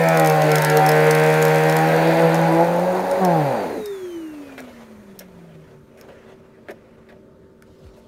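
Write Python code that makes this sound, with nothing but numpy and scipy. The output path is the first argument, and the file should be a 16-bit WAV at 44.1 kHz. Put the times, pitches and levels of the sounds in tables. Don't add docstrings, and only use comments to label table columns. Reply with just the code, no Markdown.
import sys
import numpy as np
from scipy import signal
from scipy.io import wavfile
from scipy.ndimage import uniform_filter1d

SR = 44100
rng = np.random.default_rng(int(sys.argv[2]) if len(sys.argv) > 2 else 0)


def wav_out(sig):
    wavfile.write(sys.argv[1], SR, np.round(np.clip(np.atleast_2d(sig).T, -1, 1) * 32767).astype(np.int16))


N = 356239
T = np.arange(N) / SR

# time in seconds, beat rate in Hz, regular share 0-1, buzz swell in dB,
# lean from the third to the second harmonic in dB.
ROLL_PATH = [(0, 164.3, .9, -1.5, -2.5), (.15, 162.5, 0.93, 2, -0.5), (.28, 156.1, 0.92, 1, 5),
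             (.43, 153.7, 0.75, -1.5, 7.5), (.65, 151.5, 0.78, -0.5, 3.5), (.82, 152.7, 0.93, 1, -1.5),
             (1.3, 155.5, 0.93, -1, -2), (1.63, 155.7, 0.87, -2, -1.5), (1.8, 159.1, 0.89, -1, 1),
             (2.1, 163.9, 0.55, -.5, 4.5), (2.56, 164.6, 0.51, -1, 5.5), (2.9, 181.1, 0.37, -1.5, 4.5),
             (3.19, 190.8, 0.21, 0.5, 8)]
# time in seconds, nearness in dB.
NEARNESS = [(0, 3), (.4, 2.5), (1.2, 7), (1.7, 5), (2.0, 1.5), (2.4, -2), (2.75, -8.5), (3.2, -9.5)]
# time in seconds, share of power 0-1.
FLUTTER_SHARE = [(.78, .55), (.9, .03), (1.7, .03), (1.85, .15)]
# harmonic, powered level in dB, coasting level in dB,
# loss in dB per octave of slowing, sway in dB for a fully irregular roll.
BEAT_HARMONICS = [(1, -21.5, -20.5, 4.5, 3), (2, -29.5, -23.5, 18, 4), (3, -21, -24, 17, 4)]
# multiple of the beat rate, base level in dB.
BELT_WHINES = [(68.5, -56), (78, -65), (84, -57), (88, -57)]
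# start in seconds, peak in dB.
GRIT_HITS = [(0.087, -14), (0.173, -14), (0.197, -11), (0.247, -19), (0.2605, -15), (0.273, -13.5),
             (0.298, -14.5), (0.4195, -15), (0.5166, -13.5), (0.556, -10), (0.5829, -14), (0.6205, -12),
             (0.6472, -11.5), (.6993, -14.5), (0.7715, -11), (0.8634, -14.5), (0.8903, -8), (0.917, -17),
             (1.11, -10), (1.1497, -15.5), (1.4251, -13), (1.4517, -15), (1.697, -15.5), (1.7668, -14),
             (2.3442, -18.5), (3.1133, -22), (3.249, -17)]
# start in seconds, crack, clack and thud peaks in dB,
# length in seconds.
KNOCKS = [(3.858, -24, -51, -44, 0.0049), (4.579, -40, -27.5, -28.5, 0.019),
          (4.603, -34.5, -46, -29, 0.0027), (5.191, -26, -48, -59, 0.0073),
          (5.204, -48, -39.5, -33.5, 0.017), (5.974, -49, -45, -54, 0.034),
          (6.012, -32.5, -42, -55, 0.00092), (6.685, -50, -29, -25.5, 0.022),
          (6.708, -40, -35, -29, 0.0095), (7.088, -58, -41.5, -42, 0.019), (7.124, -60, -46, -42, 0.0067),
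          (7.623, -40.5, -38, -53, 0.0015), (7.966, -56, -56, -44, 0.035)]
# start and length in seconds, level and treble gain in dB.
RUBS = [(3.9, 1.9, -54.5, -2.5), (4.3, 0.57, -49, -2), (5.95, 0.416, -52, -4), (5.8, 1.4, -57, -5.5),
        (7.6, .6, -61.5, 9)]

# frequency in Hz, bandwidth in Hz, gain in dB.
CRACK_MODES = [(4070, 800, 1), (5450, 450, 8), (6520, 1500, 3.5), (9460, 4500, 3), (12140, 900, 2)]
PLASTIC_MODES = [(374, 110, 6.5), (560, 130, 10), (1660, 590, 6.5), (2176, 720, 2), (3300, 900, -11)]

# frequency in Hz, gain in dB.
HOUSING_GAIN = [(40, -20), (780, 3), (1000, -6.5), (1200, -16.5), (1550, -9.5), (2550, -19.5), (2900, -29),
                (3800, -40)]
HEAD_RADIATION = [(10, -52), (60, -37), (110, -19), (145, 0), (2000, 1)]
SHAFT_GAIN = [(120, -80), (160, -46.5), (243, -44.5), (277, -36.5), (327, -31), (402, -28), (468, -38),
              (560, -25.5)]
BLADE_GAIN = [(1440, -78), (2000, -69), (2350, -56), (2700, -62), (3050, -54), (3400, -57), (3700, -50),
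              (4050, -59), (4650, -53), (4900, -66), (5050, -57)]

# frequency in Hz, relative density in dB.
SCRUB_SPECTRUM = [(40, -32), (550, -3.5), (850, -2), (1200, -16), (1500, -8), (2500, -16.5), (3000, -23.5),
                  (4900, -24.5)]
AIR_SPECTRUM = [(400, -10.5), (600, 2), (2500, -1.5), (3100, -17), (5600, -17), (11500, -20.5),
                (16000, -23)]
CLOTH_SPECTRUM = [(250, -16.5), (550, 3.5), (750, -9), (2500, -16), (16000, -41)]
ROOM_SPECTRUM = [(20, -52), (50, 4.5), (220, 3), (600, -0.5), (730, -19.5), (1300, -13.5), (2600, -29),
                 (3200, -29), (16000, -44)]

# frequency in Hz, level in dB.
ROOM_TONES = [(226.1, -57), (382.2, -54), (893.6, -70)]

BRUSH_OFF_S, FAN_OFF_S, ROLL_STOP_S = 3.21, 3.5, 3.84
LOADED_BEAT_HZ, COAST_BEAT_HZ = 168.4, 191.9
FAN_HZ, BLADES = 556.2, 9
POWERED = T < BRUSH_OFF_S


def brush(settle_s=0.021):
    hz, regular = roll_motion()
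    _, _, swell_db, lean_db = curves(ROLL_PATH)
    flutter_share = curves(FLUTTER_SHARE)[0]
    off = np.clip((T - BRUSH_OFF_S) / settle_s + .5, 0, 1)
    on = 1 - off
    lift_hz = np.maximum(curves(ROLL_PATH)[0] - LOADED_BEAT_HZ, 0)
    slowed_oct = np.log2(COAST_BEAT_HZ / hz)
    beats = np.cumsum(hz + 2.17 * (1 - regular) * drift(per_s=30)) / SR
    bright_db = on * curves(NEARNESS)[0] - 6 * off
    buzz_db = on * (-20 + swell_db - 0.14 * lift_hz) + off * (-17.5 - 9 * slowed_oct)
    buzz = treble_shelf(housing_buzz(hz, beats, regular, flutter_share), 1200, bright_db)
    out = amp(buzz_db) * buzz + belt_whine(hz, bright_db)
    for row, lift_db_per_hz, lean in zip(BEAT_HARMONICS, (0.66, 0.43, 0.13), (0, 1, -.4)):
        k, db, coast_db, db_per_oct, sway_db = row
        powered_db = db + lean * lean_db - lift_db_per_hz * lift_hz
        level_db = on * powered_db + off * (coast_db - db_per_oct * slowed_oct)
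        sway = amp(sway_db * (1 - regular) ** (1 / k) * drift(per_s=24))
        sway *= flutter(flutter_share * POWERED * (k > 1) / 2)
        out += amp(level_db) * sway * colour(HEAD_RADIATION, k * hz) * tone(k * beats)
    return np.clip((ROLL_STOP_S - T) / 0.062, 0, 1) * out


def roll_motion(brake_hz_per_s=205, extra_hz_per_s=85):
    hz, regular = curves(ROLL_PATH)[:2]
    lost_hz = brake_hz_per_s * (T - BRUSH_OFF_S) + extra_hz_per_s * np.maximum(T - FAN_OFF_S, 0)
    coast_hz = np.clip(COAST_BEAT_HZ - lost_hz, 20, COAST_BEAT_HZ)
    return np.where(POWERED, hz, coast_hz), np.where(POWERED, regular, 0.89 * coast_hz / COAST_BEAT_HZ)


def housing_buzz(hz, beats, regular, flutter_share):
    odd_db = np.where(POWERED, -6, -13)
    rolloff_db = 1.2 * ~POWERED
    swell_db = sum(5 * np.exp(-((T - s) / .06) ** 2) for s in (0.23, 0.86, 1.83))
    accent_db = {10: swell_db, 43: 13}
    buzz, power = np.zeros(N), np.full(N, 1e-9)
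    for k in [3, 5, *range(7, 46)]:
        overtone_hz = hz * k / 2
        gain = colour(HOUSING_GAIN, overtone_hz) * amp(odd_db * (k % 2) - rolloff_db * max(k - 12, 0))
        power += gain ** 2 * (overtone_hz > 600)
        gain *= flutter(flutter_share / 2 if k == 10 else flutter_share)
        chop_db = 5 * (1 - regular) * drift(per_s=25)
        buzz += gain * amp(accent_db.get(k, 0) + chop_db) * tone(beats * k / 2)
    scrub = noise(SCRUB_SPECTRUM, patchy_db=1, lo_hz=600, hi_hz=2700)
    scrub *= evened(1 + 0.12 * np.cos(2 * np.pi * beats))
    return np.sqrt(regular / power) * buzz + np.sqrt(1 - regular) * scrub


def belt_whine(beat_hz, bright_db, casing_hz=13700, width_hz=1000):
    coast_hz = COAST_BEAT_HZ * (1 - 2.1 * (T - BRUSH_OFF_S) ** 2)
    hz = np.where(POWERED, beat_hz, coast_hz) * (1 + .0015 * drift(per_s=120))
    out = np.zeros(N)
    for k, db in BELT_WHINES:
        level_db = db + np.where(POWERED, bright_db / 4, 9 if k == 78 else -31) + 4 * drift(per_s=9)
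        casing = np.exp(-((k * hz - casing_hz) / width_hz) ** 2)
        out += amp(level_db) * casing * tone(k * np.cumsum(hz) / SR)
    return out


def grit(dust_share=0.45):
    cracks = bursts([(s, db, .0012) for s, db in GRIT_HITS], CRACK_MODES, decay_s=0.0026, order=1)
    turns = np.cumsum(roll_motion()[0] / 2) / SR
    new_turn = np.diff(np.floor(turns), prepend=0) > 0
    size = amp(3.5 * np.minimum(rng.exponential(1, N), 2.5))
    thrown = new_turn * (rng.random(N) < dust_share)
    ticks = signal.oaconvolve(size * thrown, np.hanning(160))[:N] * rng.standard_normal(N)
    dust_db = -51 + .8 * curves(NEARNESS)[0]
    return cracks + amp(dust_db) * evened(ring(ticks, CRACK_MODES)) * POWERED


def fan(exhaust_hz=6400, width_hz=950):
    near_db = curves(NEARNESS)[0]
    screen_db = near_db - NEARNESS[-1][1]
    coast_s = np.maximum(T - FAN_OFF_S, 0)
    hz = uniform_filter1d(FAN_HZ / (1 + 0.89 * coast_s + .15 * coast_s ** 2), size=4000)
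    turns = np.cumsum(hz * (1 + 0.00104 * drift(per_s=8.8))) / SR
    jitter = np.cumsum(.007 * hz * (coast_s > 0) * drift(per_s=150)) / SR
    passes = BLADES * (turns + jitter)
    exhaust = amp(-7) * np.exp(-((2 * BLADES * hz - exhaust_hz) / width_hz) ** 2)
    blades = tone(passes) + exhaust * tone(2 * passes)
    shaft = colour(SHAFT_GAIN, hz) * amp(2.11 * drift(per_s=24)) * tone(turns)
    blades *= colour(BLADE_GAIN, BLADES * hz) * amp(2.5 * drift(per_s=45) - 7 * screen_db)
    return shaft + blades + air_rush(hz, near_db, screen_db)


def air_rush(fan_hz, near_db, screen_db, echo_s=.000385, db_per_oct=13.5):
    body_db = -8 - 0.24 * near_db
    rush = noise(AIR_SPECTRUM, patchy_db=1.5, lo_hz=3500, hi_hz=15000)
    rush = amp(body_db) * treble_shelf(rush, 3000, -body_db)
    echo = .3 * amp(-screen_db / 2) * np.roll(rush, round(echo_s * SR))
    level_db = -42 + 0.48 * near_db - db_per_oct * np.log2(FAN_HZ / fan_hz)
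    return amp(level_db) * evened(rush - echo) * np.std(rush)


def knocks():
    start_s, crack_db, clack_db, thud_db, length_s = np.transpose(KNOCKS)
    cracks = bursts(zip(start_s, crack_db, length_s), CRACK_MODES, decay_s=0.0013, order=1)
    clacks = bursts(zip(start_s, clack_db, length_s), PLASTIC_MODES[2:], decay_s=0.003, order=2)
    thuds = bursts(zip(start_s, thud_db, length_s), PLASTIC_MODES[:2], decay_s=0.01, order=2)
    return cracks + clacks + thuds


def shuffles(rise_s=.15, fall_s=.05):
    cloth = noise(CLOTH_SPECTRUM, patchy_db=2.5, lo_hz=450, hi_hz=3000)
    cloth *= evened(amp(2 * drift(per_s=90)))
    out = np.zeros(N)
    for start_s, length_s, db, treble_db in RUBS:
        stroke = np.clip(np.minimum((T - start_s) / rise_s, (start_s + length_s - T) / fall_s), 0, 1)
        out += amp(db) * stroke * treble_shelf(cloth, 3000, treble_db)
    return out


def thump(start_s=7.822, rest_hz=45, excess_hz=190, glide_s=.024, rise_s=.008, decay_s=.095):
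    age_s = np.maximum(T - start_s, 0)
    hz = rest_hz + excess_hz * np.exp(-age_s / glide_s)
    swell = (1 - np.exp(-age_s / rise_s)) * np.exp(-(age_s / decay_s) ** 2)
    return amp(-42) * swell * tone(np.cumsum(hz) / SR)


def room():
    hum = sum(amp(db + 2 * drift(per_s=12)) * tone(hz * T) for hz, db in ROOM_TONES)
    return amp(-50) * noise(ROOM_SPECTRUM, patchy_db=1.5) + hum


def reverberate(x, t60_s, wet_db):
    t = np.arange(SR // 3) / SR
    tail = signal.lfilter([1], [1, -.4], rng.standard_normal(len(t))) * amp(-60 * t / t60_s) * (t > .004)
    return x + amp(wet_db) * signal.oaconvolve(x, tail / np.linalg.norm(tail))[:N]


def amp(db):
    return 10 ** (np.asarray(db) / 20)


def evened(x):
    return x / np.sqrt(np.mean(x ** 2) + 1e-20)


def colour(points, hz):
    f, db = np.transpose(points)
    return amp(np.interp(np.log(hz + 1), np.log(f + 1), db, -120, -120))


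def curves(rows):
    s, *columns = np.transpose(rows)
    return [np.interp(T, s, c) for c in columns]


def drift(per_s):
    x = np.interp(T * per_s, np.arange(1000), rng.standard_normal(1000))
    return evened(uniform_filter1d(x, int(SR / per_s / 2) + 1))


def flutter(share):
    return np.sqrt(1 - share) + np.sqrt(share) * drift(per_s=13)


def tone(cycles):
    return np.sqrt(2) * np.sin(2 * np.pi * (cycles + rng.random()))


def noise(points, patchy_db, lo_hz=0., hi_hz=SR / 2):
    hz = np.fft.rfftfreq(1024, 1 / SR)
    real, imag, patches = rng.standard_normal((N // 256 + 5, 513, 3)).T
    patches = evened(uniform_filter1d(uniform_filter1d(patches, size=10, axis=0), size=8, axis=1))
    shape = colour(points, hz)
    spectra = (real + 1j * imag) * shape[:, None] * amp(patchy_db * patches)
    share = np.sum(shape[(hz >= lo_hz) & (hz <= hi_hz)] ** 2) / np.sum(shape ** 2)
    return evened(signal.istft(spectra, nperseg=1024, noverlap=768)[1][:N]) / np.sqrt(share)


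def ring(x, modes):
    return sum(amp(db) * signal.lfilter(*signal.iirpeak(hz, hz / width, SR), x) for hz, width, db in modes)


def bursts(rows, modes, decay_s, order):
    out, t = np.zeros(N + SR), np.arange(4096) / SR
    for start_s, peak_db, length_s in rows:
        shape = (1 + np.exp(-t / decay_s)) * np.exp(-np.maximum(t - length_s, 0) / decay_s)
        burst = rng.standard_normal(4096) * shape
        struck = [(hz * rng.uniform(.975, 1.025), width, db + rng.normal(0, 2)) for hz, width, db in modes]
        for _ in range(order):
            burst = ring(burst, struck)
        out[round(start_s * SR):][:4096] += amp(peak_db) * burst / abs(burst).max()
    return out[:N]


def treble_shelf(x, hz, db):
    high = signal.sosfiltfilt(signal.butter(4, hz, "high", fs=SR, output="sos"), x)
    return x + (amp(db) - 1) * high


def scene():
    vacuum = brush() + fan()
    contacts = grit() + knocks() + shuffles() + thump()
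    return (vacuum + reverberate(contacts, t60_s=0.11, wet_db=-11.5) + room())[None]


def record(dry):
    return signal.oaconvolve(dry, signal.firwin(511, 15780, window=("kaiser", 8), fs=SR)[None], "same")


dry = scene()
out = record(dry)
wav_out(out)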